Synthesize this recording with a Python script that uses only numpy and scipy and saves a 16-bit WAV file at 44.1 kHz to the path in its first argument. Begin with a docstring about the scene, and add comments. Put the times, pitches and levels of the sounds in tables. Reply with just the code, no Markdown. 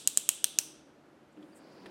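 """Equipment hums low from start to end, while a plastic ratchet clamp is squeezed shut on soft tubing.
Its catch (the pawl) snaps over one tooth after another, ringing lower as the clamp tightens.
A fast limiter flattens the snaps, and a small hard room answers each one.
Then the hands shift with a rustle, and the tubing slides, ticks and bumps."""
import sys
import numpy as np
from scipy import signal
from scipy.fft import rfft, irfft
from scipy.io import wavfile
from scipy.ndimage import uniform_filter1d, minimum_filter1d

SR = 44100
rng = np.random.default_rng(int(sys.argv[2]) if len(sys.argv) > 2 else 0)


def file_out(sig):
    """Save sig as 16-bit WAV at sys.argv[1]."""
    # one column per channel
    cols = np.atleast_2d(sig).T
    # limit, then scale
    lim = np.clip(cols, -1, 1)
    pcm = np.round(lim * 32767).astype(np.int16)
    wavfile.write(sys.argv[1], SR, pcm)


N = 83790
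LEAD = int(0.2 * SR)  # samples before t = 0, so an earlier snap still echoes at the start


def undb(db):
    """Turn decibels into a plain gain."""
    return 10 ** (np.asarray(db) / 20)


def unit(x):
    """Scale to an average (rms) level of 1."""
    return x / np.sqrt(np.mean(x ** 2))


def fade(t, t60):
    """Start at t = 0 and die away by 60 dB every t60 seconds."""
    return (t >= 0) * np.exp(-np.log(1000) * np.maximum(t, 0) / t60)


def ring(t, hz, db, t60, wave=np.sin):
    """One dying tone of a struck object."""
    return undb(db) * fade(t, t60) * wave(2 * np.pi * hz * t)


def on_log_axis(hz, points):
    """Read a curve of (f/Hz, value) points at any frequency."""
    f, values = np.array(points).T
    return np.interp(np.log(np.maximum(hz, 1)), np.log(f), values)


def noise(points):
    """Noise shaped by (f/Hz, level/dB) points."""
    gain = undb(on_log_axis(np.fft.rfftfreq(N, 1 / SR), points))
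    return irfft(rfft(rng.standard_normal(N)) * gain, N)


def resonant_noise(hz, width_hz):
    """Noise gathered around one pitch, at level 1."""
    f = np.fft.rfftfreq(N, 1 / SR)
    resonance = f * width_hz / (hz ** 2 - f ** 2 + 1j * f * width_hz)
    return unit(irfft(rfft(rng.standard_normal(N)) * resonance ** 2, N))


def wander(rate_hz):
    """A smooth random drift, about 1 in size."""
    span = max(int(SR / rate_hz), 1)
    drift = uniform_filter1d(rng.standard_normal(N), span, mode="wrap")
    return unit(uniform_filter1d(drift, span, mode="wrap"))


def equipment(t):
    """Fan noise with faint hum tones that waver in loudness and pitch."""
    # moving air: f/Hz, relative level/dB
    air_spectrum = [(15, -46), (25, -27.5), (76, -14.5), (114, -16.5), (137, -9.5), (175, -10), (293, -3.5),
                    (394, -7), (463, -10.5), (591, -11.5), (796, -14), (988, -18.5), (1520, -18),
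                    (1790, -23), (12500, -44.5), (16000, -69)]
    # hum tones: f/Hz, level/dB
    hum_tones = [(145, -75.5), (199, -76), (297, -84.5), (316, -70), (339, -88.5), (527, -76.5), (581, -76)]
    waver, waver_hz = 0.43, 7
    hum = 0
    for hz, db in hum_tones:
        level = undb(db) * np.sqrt(2) * (1 + waver * wander(waver_hz))
        hum += level * np.sin(2 * np.pi * hz * t + waver * wander(waver_hz))
    return undb(-60) * unit(noise(air_spectrum)) + hum


def snap_ahead(t, body_hz, body_db, arm_hz, arm_db, pawl_hz, pawl_db, frame_db, crack_db, push_db):
    """The pawl drops over a tooth: a push of air, a crack and a short plastic ring."""
    # tones of the clamp's frame, the same for every tooth: f/Hz, relative level/dB, t60/s
    frame_tones = [(714, -46, 0.0058), (1750, -26, 0.0049), (2800, -20, 0.0076), (4720, -35.5, .005),
                   (6100, -22, .005), (8800, -18.5, 0.0054), (10090, -9.5, .004), (10945, -9.5, 0.0027),
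                   (12940, -10, 0.0025), (14000, -20.5, .004), (15400, -26.5, .004)]
    tooth = (ring(t, body_hz, body_db, t60=0.0055)
             + ring(t, arm_hz, arm_db, t60=0.0033)
             + ring(t, pawl_hz, pawl_db, t60=0.004))
    frame = undb(frame_db) * sum((-1) ** k * ring(t, *tone) for k, tone in enumerate(frame_tones))
    crack = undb(crack_db) * fade(t, t60=0.0038) * rng.standard_normal(len(t))
    push = undb(push_db) * np.exp(-(t / 0.000088) ** 2)
    return tooth - frame + crack - push


def snap_sideways(t, tension, body_hz, arm_hz, body_db, arm_db, pawl_hz, pawl_db, crack_db):
    """Sideways the snap is briefer and less pitched; a tighter squeeze makes it ring longer."""
    tones = [(body_hz, body_db, 0.0015), (arm_hz, arm_db, 0.0019), (pawl_hz, pawl_db, 0.0011)]
    ringing = sum(ring(t, hz, db, t60 * tension, wave=np.cos) for hz, db, t60 in tones)
    crack = undb(crack_db) * (t == 0)
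    return crack + np.heaviside(t, 0.5) / tension * ringing


def clamp():
    """One snap per tooth: row 0 goes straight to the listener, row 1 into the room."""
    # snaps: t/s, body f/Hz, level/dB, arm f/Hz, level/dB, pawl f/Hz, level/dB,
    # frame level/dB, crack level/dB, push level/dB;
    # then sideways: body level/dB, arm level/dB, pawl f/Hz, level/dB, crack level/dB
    snaps = [(-.075, 3730, -25, 7200, 14.5, 7900, 9, -18.5, -12, -12, -5, -17.5, 8000, -1.5, -2),
             (.0745, 3750, -31.5, 6940, 2, 8100, 1, -0.5, -14.5, -15, -7, -11, 8100, -2, -2.5),
             (.1736, 3400, -31, 7040, 1.5, 8220, 3, -4, -16.5, -10.5, -5, -14, 7970, 1.5, -6),
             (.2906, 3200, -14.5, 6930, 4, 9000, 3.5, 3.5, -7.5, -8.5, -2.5, -10, 8170, 2.5, -2),
             (0.4429, 3500, -11.5, 6180, 1.5, 8570, -0.5, 1.5, -13, -12, -1.5, -10.5, 8620, -2, -3.5),
             (0.5876, 2800, -11, 6064, 2, 6950, 0, -1.5, -24, -9.5, -11.5, -5.5, 8700, -3.5, 2)]
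    span = np.arange(-64, 1024)  # samples around a snap
    t = span / SR
    out = np.zeros((2, LEAD + N))
    for start, *tooth in snaps:
        where = LEAD + round(start * SR) + span
        tension = 1 + 1.05 * start
        body_hz, arm_hz = tooth[0], tooth[2]
        out[0, where] += snap_ahead(t, *tooth[:9])
        out[1, where] += snap_sideways(t, tension, body_hz, arm_hz, *tooth[9:])
    # the clamp is too small to give off bass
    return signal.sosfilt(signal.butter(2, 182, "high", fs=SR, output="sos"), out)


def room(x):
    """Sound bounces off things nearby, echoes a few times and leaves a tail whose treble dies first."""
    # tone of the bounced sound: f/Hz, relative level/dB
    colour = [(200, -20.5), (1000, -3), (2100, -8.5), (2650, -1.5), (3300, 1), (4200, 0.5), (5700, 4.5),
              (7000, 0.5), (8200, 4.5), (9600, 1), (11200, 6), (12400, 3.5), (13400, -2.5), (15500, -0.5)]
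    # how long the tail lasts: f/Hz, t60/s
    decay_times = [(300, .6), (3000, 0.73), (6000, 0.54), (9000, 0.42), (12000, 0.3), (15000, 0.27)]
    # distinct echoes: delay/s, level/dB
    echoes = [(.0036, -26.5), (.0046, -31), (.0088, -31.5), (.011, -37.5), (.0194, -34.5), (.0254, -32.5),
              (.03, -32.5)]
    t, f = np.arange(N) / SR, np.fft.rfftfreq(N, 1 / SR)
    spectrum = rfft(noise(colour))
    edges_hz = np.arange(0, 17000, 600)
    tail = 0
    for low, high in zip(edges_hz, edges_hz[1:]):
        band = irfft(spectrum * ((f >= low) & (f < high)), N)
        tail += band * fade(t, on_log_axis((low + high) / 2, decay_times))
    nearby = noise(colour) * fade(t, t60=0.041)
    response = undb(-48.5) * tail + undb(-36.5) * nearby
    for delay, db in echoes:
        response[int(delay * SR)] += undb(db)
    return signal.fftconvolve(x, response)[:len(x)]


def rustle(t):
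    """Moving arms make a soft noise that swells near the end."""
    # tone of the rustle: f/Hz, relative level/dB
    colour = [(20, -39.5), (70, -16), (150, 0), (320, 7.5), (700, -1.5), (1600, -9.5), (3000, -17),
              (6000, -29.5), (15000, -38)]
    # its swell: t/s, level/dB
    swell = [(1.3, -84), (1.38, -63), (1.52, -62), (1.62, -58.5), (1.72, -57.5), (1.88, -53.5)]
    times, levels_db = np.array(swell).T
    return unit(noise(colour)) * undb(np.interp(t, times, levels_db))


def rubs(t):
    """Fingers and tubing slide, each stroke a slightly rough hiss."""
    # strokes: t/s, rise/s, hold/s, fall/s, level/dB, f/Hz, width/Hz
    strokes = [(1.315, 0.0088, 0.0055, .025, -79, 7620, 1464), (1.38, 0.06, .12, 0.068, -81.5, 8400, 5000),
               (1.545, 0.016, 0.02, 0.021, -65.5, 8220, 2610),
               (1.555, 0.01, .012, 0.013, -74.5, 12000, 6000),
               (1.52, 0.011, .006, 0.0066, -72.5, 4720, 302), (1.53, 0.14, .28, 0.12, -71, 4650, 1420),
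               (1.675, 0.022, 0.054, 0.036, -79, 6050, 5000)]
    roughness = undb(wander(150))  # the level flutters by about 1 dB
    out = np.zeros(N)
    for start, rise, hold, fall, db, hz, width_hz in strokes:
        stroke = np.interp(t, start + np.cumsum([0, rise, hold, fall]), [0, 1, 1, 0])
        out += undb(db) * stroke * roughness * resonant_noise(hz, width_hz)
    return out


def ticks(t):
    """Clamp and tubing knock lightly in the hands; harder knocks have more contact noise."""
    # knocks: t/s, level/dB, f/Hz, hardness/dB
    knocks = [(1.3653, -65.5, 2740, -7), (1.3724, -60.5, 2700, -8), (1.4254, -52, 3500, -3),
              (1.858, -47.5, 3440, 7), (1.864, -53, 1700, 10)]
    # contact noise: f/Hz, relative level/dB
    contact = [(100, -0.5), (1500, 4), (4000, -12), (6500, -21), (11000, -19.5), (16000, -41)]
    attack_s = 0.0014
    out = np.zeros(N)
    for start, db, hz, hard_db in knocks:
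        tick = resonant_noise(hz, width_hz=800) + undb(hard_db) * unit(noise(contact))
        onset = 1 - np.exp(-abs(t - start) / attack_s)
        out += undb(db) * onset * fade(t - start, t60=0.029) * tick
    return out


def bumps(t):
    """The swinging tubing bumps dully, tuned a little differently each time."""
    # bumps: t/s, level/dB
    hits = [(1.371, -43.5), (1.382, -54), (1.415, -44), (1.44, -51), (1.691, -51), (1.809, -48),
            (1.868, -42)]
    # tones of a bump: f/Hz, relative level/dB, t60/s
    tones = [(200.6, -12.5, 0.52), (285.3, -9, 0.6), (316, -5, .25), (380.3, -7, .16), (516, -10, 0.11)]
    attack_s, pitch_spread = 0.0023, 0.0304
    out = np.zeros(N)
    for start, db in hits:
        onset = 1 - np.exp(-abs(t - start) / attack_s)
        for hz, tone_db, t60 in tones:
            detune = 1 + pitch_spread * rng.standard_normal()
            out += undb(db) * onset * ring(t - start, hz * detune, tone_db, t60)
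    return out


def scene():
    """Clamp and hands in the room, over the hum."""
    t = np.arange(N) / SR
    snaps = clamp()
    hands = rustle(t) + ticks(t) + bumps(t) + rubs(t)
    ahead, sideways = snaps + np.pad(hands, (LEAD, 0))
    in_room = ahead + room(sideways)
    return (in_room[LEAD:] + equipment(t))[None]


def record(dry):
    """A fast limiter turns the level down just ahead of each peak; deep bass and top treble are cut."""
    ceiling_db, limiter_s = -3.5, 0.00042
    span = int(limiter_s * SR)
    overshoot = np.maximum(abs(signal.hilbert(dry[0])) / undb(ceiling_db), 1)
    wanted_gain = minimum_filter1d(1 / overshoot, span)
    bell = signal.windows.hann(2 * span + 1)
    smooth_gain = 1 - np.convolve(1 - wanted_gain, bell / bell.sum(), "same")
    bass_cut = signal.butter(1, 60, "high", fs=SR, output="sos")
    treble_cut = signal.ellip(8, 0.2, 70, 15900, fs=SR, output="sos")
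    return signal.sosfilt(treble_cut, signal.sosfilt(bass_cut, dry * smooth_gain))


dry = scene()
out = record(dry)
file_out(out)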